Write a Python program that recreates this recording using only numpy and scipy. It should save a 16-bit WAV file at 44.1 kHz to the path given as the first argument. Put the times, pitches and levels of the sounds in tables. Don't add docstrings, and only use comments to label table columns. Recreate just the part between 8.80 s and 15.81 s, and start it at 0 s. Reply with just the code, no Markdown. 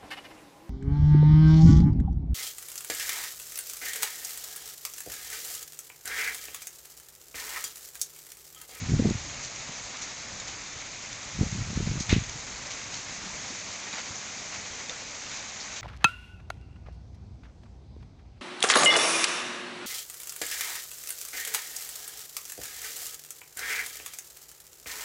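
import sys
import numpy as np
from scipy import signal
from scipy.fft import rfft, irfft
from scipy.io import wavfile
from scipy.ndimage import uniform_filter1d

SR = 44100
rng = np.random.default_rng(int(sys.argv[2]) if len(sys.argv) > 2 else 0)


def invert_db(x):
    u = np.asarray(x, float) / 20
    return 10 ** u


def file_out(sig):
    cols = np.atleast_2d(sig).T
    lim = np.clip(cols, -1, 1)
    pcm = np.round(lim * 32767).astype(np.int16)
    wavfile.write(sys.argv[1], SR, pcm)


N = 309141

# frequency in Hz, level in dB per Hz.
WATER_HISS = [(120, -19.5), (220, -4.5), (330, -8.5), (600, -4.5), (1600, -5.5), (2000, -3), (2260, -2),
              (2500, -4), (2900, -7.5), (3400, -7.5), (3650, -6), (5400, -5.5), (6400, -0.5), (8450, -4)]
# start in seconds, length in seconds, small lumps in dB, deep shake in dB.
LUMP_ROLLS = [
    (0.0, .37, -23, -36.5),
    (2.54, 0.16, -29.5, -38),
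    (2.681, .28, -30.5, -39),
    (2.949, 0.28, -25.5, -33.5),
    (3.263, 0.17, -24, -34),
]
ROLL_ENDS_DB = -11


def evened(x):
    return x / np.sqrt(np.mean(x ** 2) + 1e-20)


def curve(rows, column):
    rows = np.array(rows)
    return np.interp(np.arange(N) / SR, rows[:, 0], rows[:, column])


def colour(x, points):
    f, db = np.transpose(points)
    hz = np.fft.rfftfreq(len(x), 1 / SR)
    gain_db = np.interp(np.log(hz + 1), np.log(f + 1), db, right=-120)
    return irfft(rfft(x) * invert_db(gain_db), len(x))


def add(mix, start_s, sound):
    part = mix[round(start_s * SR):][:len(sound)]
    part += sound[:len(part)]


def motor():
    # frequency in Hz, level in dB rms.
    motor_tones = [(96.9, -60.5), (193.8, -55.5), (296.1, -61)]
    # time in seconds, level in dB.
    motor_swell = [
        (4.0, -21),
        (4.5, 3),
        (5.8, 1),
        (6.3, -18),
    ]
    speed = 1 + 0.019 * evened(uniform_filter1d(rng.standard_normal(N), size=9000))
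    wavering_s = np.cumsum(speed) / SR
    tones = sum(invert_db(db - 3.5) * np.sin(2 * np.pi * hz * wavering_s) for hz, db in motor_tones)
    return invert_db(curve(motor_swell, column=1)) * tones


def swell(place):
    return ROLL_ENDS_DB * (2 * place - 1) ** 2


def rumble():
    # frequency in Hz, level in dB per Hz.
    rumble_spectrum = [(8.8, -25), (15, -11), (43, -3), (80, -2.5), (107, -1), (140, -0.5), (219, -8.5),
                       (300, -8), (390, -40), (660, -120)]
    # frequency in Hz, level in dB per Hz.
    shake_spectrum = [(12, -29), (25, -9), (55, -5), (95, -3.5), (150, -15.5), (260, -37)]
    # time in seconds, level in dB.
    rumble_level = [(0, -54.5), (0.95, -51), (1.15, -57.5), (1.6, -51.5), (2.4, -53.5), (3.8, -53),
                    (4.6, -51.5), (4.95, -57.5), (7.01, -55)]
    tail_start_db, tail_t60_s = -9, 1.1
    t, shake_power = np.arange(N) / SR, np.zeros(N)
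    for start_s, length_s, _, shake_db in LUMP_ROLLS:
        after_s = t - start_s - length_s
        during_db = 2 * swell(np.clip((t - start_s) / length_s, 0, 1))
        dying_db = 2 * ROLL_ENDS_DB - 60 * after_s / tail_t60_s
        level_db = np.where(after_s < 0, during_db, dying_db)
        tail_db = tail_start_db - 60 * abs(after_s) / tail_t60_s
        shake_power += (t > start_s) * (invert_db(shake_db + level_db) ** 2 + invert_db(shake_db + tail_db) ** 2)
    lumpy = invert_db(1.6 * evened(uniform_filter1d(rng.standard_normal(N), size=1500)))
    bed = evened(lumpy * colour(rng.standard_normal(N), rumble_spectrum))
    shake = evened(lumpy * colour(rng.standard_normal(N), shake_spectrum))
    shake_level = uniform_filter1d(np.sqrt(shake_power), size=800)
    return invert_db(curve(rumble_level, column=1)) * bed + shake_level * shake


def lump(peak_db, hz, width_ms, phase_turns):
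    t = np.arange(-2205, 2205) / SR
    outline = np.exp(-(t / (0.00045 * np.clip(width_ms, 3, 40))) ** 2)
    turns = hz * (t - 5.2 * t * abs(t)) + phase_turns
    crest = 0.24 * np.cos(4 * np.pi * turns + 1.58) * outline
    return invert_db(peak_db) * (np.cos(2 * np.pi * turns) + crest) * outline, outline


def small_lumps():
    gap_s, spread_db, flutter_db = .012, 3, -23.5
    low_hz, high_hz, short_ms, long_ms = 71, 185, 5.6, 13.2
    rows = []
    for start_s, length_s, roll_db, _ in LUMP_ROLLS:
        gap, pitch, width, luck = rng.random((60, 4)).T
        s = np.cumsum(gap_s * (.5 + gap))
        level_db = roll_db + swell(s / length_s) + spread_db * 2 * (2 * luck - 1)
        hz = low_hz * (high_hz / low_hz) ** pitch
        width_ms = short_ms + (long_ms - short_ms) * width
        found = np.transpose([start_s + s, level_db, hz, width_ms, flutter_db + 0 * s])
        rows += list(found[s < length_s])
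    return rows


def thumps():
    # time in seconds, peak in dB, frequency in Hz, width in ms,
    # flutter in dB under the peak.
    strong_claps = [(0.034, -27.5, 110, 20, -29), (0.096, -18.5, 130, 5.1, -19), (0.121, -16.5, 159, 7, -21),
                    (0.138, -13, 124, 20, -19), (0.149, -17, 168, 5.2, -18), (0.175, -28, 110, 8.8, -26),
                    (0.199, -13, 244, 11, -13), (0.224, -22, 234, 6.3, -8), (0.255, -16, 222, 20, -4.5),
                    (0.274, -17, 165, 14.4, -23), (0.291, -22, 203, 12, -8), (0.31, -14, 140, 4.3, -10.5),
                    (0.358, -27, 99, 13, -17),
                    (2.55, -37, 100, 13, -18), (2.592, -24, 180, 7.3, -20), (2.613, -12.5, 120, 8, -10),
                    (2.62, -27, 330, 5.5, -8), (2.633, -19.5, 215, 10, -8), (2.672, -29, 95, 9, -17),
                    (2.728, -21, 134, 7, -22), (2.784, -19, 109, 3.8, -22), (2.933, -26, 180, 6, -24),
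                    (2.976, -15, 175, 5.4, -32), (2.964, -23, 75, 18, -32), (3.006, -19.5, 150, 8.4, -4),
                    (3.029, -18, 140, 5.1, -12), (3.074, -19.5, 171, 10.4, -13),
                    (3.117, -20.5, 145, 11.4, -18), (3.157, -22.5, 140, 4.2, -27),
                    (3.208, -22, 162, 3.6, -14), (3.306, -24, 85, 9.9, -7), (3.329, -7.5, 175, 4.3, -13),
                    (3.335, -16, 100, 9.7, -23), (3.366, -16, 190.6, 8, -15.5), (3.384, -22.5, 85, 14, -24)]
    # time in seconds, peak in dB, frequency in Hz, width in
    # ms.
    faint_lumps = [(0.469, -43, 305, 23), (0.66, -42, 140, 20), (0.895, -35, 167, 7.3),
                   (1.05, -43, 60.22, 25), (3.559, -36.5, 142, 19), (3.75, -44, 55, 30),
                   (4.191, -44, 223, 9), (4.442, -37, 260, 6.7), (4.469, -39, 201, 23),
                   (4.708, -39.5, 240, 14), (4.728, -44.5, 343, 14), (5.14, -39, 230, 9),
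                   (5.31, -40, 101, 21), (5.768, -46, 215, 24), (5.788, -46, 105, 31), (6.11, -43, 543, 32)]
    # frequency in Hz, level in dB per Hz.
    flutter_spectrum = [(200, -24), (330, 1), (500, -8.5), (770, -14.5), (1000, -36)]
    out, ragged = np.zeros(N + 4410), np.zeros(N + 4410)
    claps = [*strong_claps, *small_lumps()]
    for (s, db, hz, ms, under_db), phase_turns in zip(claps, rng.random(400)):
        wave, outline = lump(db, hz, ms, phase_turns)
        add(out, s, wave)
        add(ragged, s, invert_db(db + under_db) * uniform_filter1d(outline, size=200))
    for (s, db, hz, ms), phase_turns in zip(faint_lumps, rng.random(len(faint_lumps))):
        add(out, s, lump(db, hz, ms, phase_turns)[0])
    flutter = evened(colour(rng.standard_normal(N), flutter_spectrum))
    centred = slice(2205, 2205 + N)
    pressure = out[centred] + invert_db(-7.0) * ragged[centred] * flutter
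    return signal.lfilter(*signal.butter(2, 32, "high", fs=SR), pressure)


def ticks():
    # time in seconds, peak in dB, ring in Hz, t60 in seconds.
    near_drops = [(0.2997, -19, 6690, 0.016), (0.7594, -23, 5730, 0.025), (1.17, -22, 7100, 0.014),
                  (1.5998, -20.5, 6860, 0.035), (2.3291, -22.5, 6040, 0.015), (2.4286, -28.5, 6000, 0.019),
                  (3.3263, -20, 6460, 0.014), (3.4376, -20.5, 6430, 0.02), (3.4945, -18, 6200, 0.013),
                  (3.6317, -41, 6260, 0.023), (4.7975, -31, 6230, 0.023), (5.128, -22.5, 3800, 0.028),
                  (4.142, -24, 5580, 0.033), (6.095, -16, 3590, 0.018), (6.213, -34, 6260, 0.02)]
    out, t = np.zeros(N), np.arange(2000) / SR
    for (s, db, hz, t60_s), noise in zip(near_drops, rng.standard_normal((len(near_drops), 2000))):
        ring = np.sin(2 * np.pi * hz * t) + 0.29 * np.sin(2 * np.pi * 0.54 * hz * t)
        bright_noise = evened(np.diff(uniform_filter1d(noise, size=3), prepend=0))
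        snap = 0.88 * bright_noise * np.exp(-t / 0.0032)
        rise = np.minimum(t / 0.0009, 1)
        add(out, s, invert_db(db - 6.5) * rise * (ring * invert_db(-60 * t / t60_s) + snap))
    return out


def splashes():
    # time in seconds, peak in dB, centre in octaves above 1 kHz, spread in octaves, hold in ms.
    water_bursts = [(.625, -25, 3.1, 1.9, 27), (1.214, -25.5, 2.5, 1.2, 14), (1.67, -26, 2, 2.1, 14),
                    (3.197, -24, 3.3, 1.6, 26), (3.292, -18.5, 1.5, 0.54, 25), (3.291, -20.5, 0.8, 2.1, 36),
                    (3.902, -26, 1.7, 1.2, 16), (4.121, -28.5, 2.2, 1.4, 53), (4.68, -29.5, 2.8, 1.2, 26),
                    (5.126, -26.5, 0.48, 2.4, 75), (5.72, -28.5, 0.9, 2.1, 40), (6.51, -29, 2.2, 1.8, 60),
                    (6.799, -29.5, 2.25, 0.32, 15), (6.095, -31, 0.8, 1.4, 5), (6.1, -38.5, 0.1, 0.76, 50),
                    (6.958, -28.5, 1.8, 0.92, 21)]
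    rise_s, spray_t60_s = .004, 0.16
    longer_s_per_db, big_db = 0.25, -19
    out, t = np.zeros(N), np.arange(SR // 3) / SR
    f = np.geomspace(150, 12000, num=30)
    for s, db, centre, octaves, hold_ms in water_bursts:
        t60_s = spray_t60_s + longer_s_per_db * max(db - big_db, 0)
        hump = np.transpose([f, -6 * ((np.log2(f / 1000) - centre) / octaves) ** 2])
        spray = evened(colour(colour(rng.standard_normal(len(t)), hump), WATER_HISS))
        droplets = evened(uniform_filter1d(rng.standard_normal(len(t)), size=90))
        spray *= invert_db(2.0 * droplets)
        fade = invert_db(-60 * np.maximum(t - hold_ms / 1000, 0) / t60_s)
        add(out, s, invert_db(db - 11.5) * spray * np.minimum(t / rise_s, 1) * fade)
    return out


def patchy(patch_db, flicker_db):
    a, b, patches, flicker = rng.standard_normal((N // 64 + 5, 129, 4)).T
    patches = evened(uniform_filter1d(uniform_filter1d(patches, size=4, axis=0), size=40, axis=1))
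    flicker = evened(uniform_filter1d(uniform_filter1d(flicker, size=50, axis=0), size=14, axis=1))
    z = (a + 1j * b) * invert_db(patch_db * patches + flicker_db * flicker)
    return evened(signal.istft(z, nperseg=256, noverlap=192)[1][:N])


def drops(per_s, spread_db):
    landing = invert_db(spread_db * np.minimum(rng.exponential(1, N), 5)) * (rng.random(N) < per_s / SR)
    kind, t, out = rng.integers(0, 24, N), np.arange(600) / SR, np.zeros(N)
    for k, hz in enumerate(np.linspace(1300, 8200, num=24)):
        ring = np.sin(2 * np.pi * hz * t) * np.exp(-t / 0.001)
        out += signal.oaconvolve(landing * (kind == k), ring)[:N]
    return evened(out)


def rain():
    # time in seconds, level in dB.
    rainfall = [(0, -39.5), (1.2, -39.5), (2.2, -40.5), (2.7, -39), (3.5, -39.5), (4.5, -38.5),
                (5.5, -38.5), (6.5, -39.5), (7.01, -39.5)]
    mix = patchy(patch_db=0.63, flicker_db=0.75) + invert_db(-11) * drops(per_s=1500, spread_db=2.0)
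    return invert_db(curve(rainfall, column=1) + 0.93) * evened(colour(mix, WATER_HISS))


def scene():
    return (motor() + rumble() + thumps() + ticks() + splashes() + rain())[None]


def band_limit(x):
    return signal.sosfilt(signal.butter(12, 9110, fs=SR, output="sos"), x)


def record(dry):
    # frequency in Hz, level in dB.
    mic_top = [(6700, 0), (7000, -2), (7500, -6.5), (8050, -17.5), (8450, -25)]
    # distance past the fold in Hz, level in dB.
    mirror_image = [(0, 5), (200, -7), (500, -15), (900, -31.5), (1300, -51)]
    fold_hz = 8000
    z, fold = rfft(colour(dry[0], mic_top)[None]), round(fold_hz * N / SR)
    past = np.arange(1, fold // 4)
    mirror_db = np.interp(past * SR / N, *np.transpose(mirror_image))
    z[:, fold + 1:] = 0
    z[:, fold + past] = np.conj(z[:, fold - past]) * invert_db(mirror_db)
    return band_limit(irfft(z, N))


dry = scene()
out = record(dry)
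file_out(out)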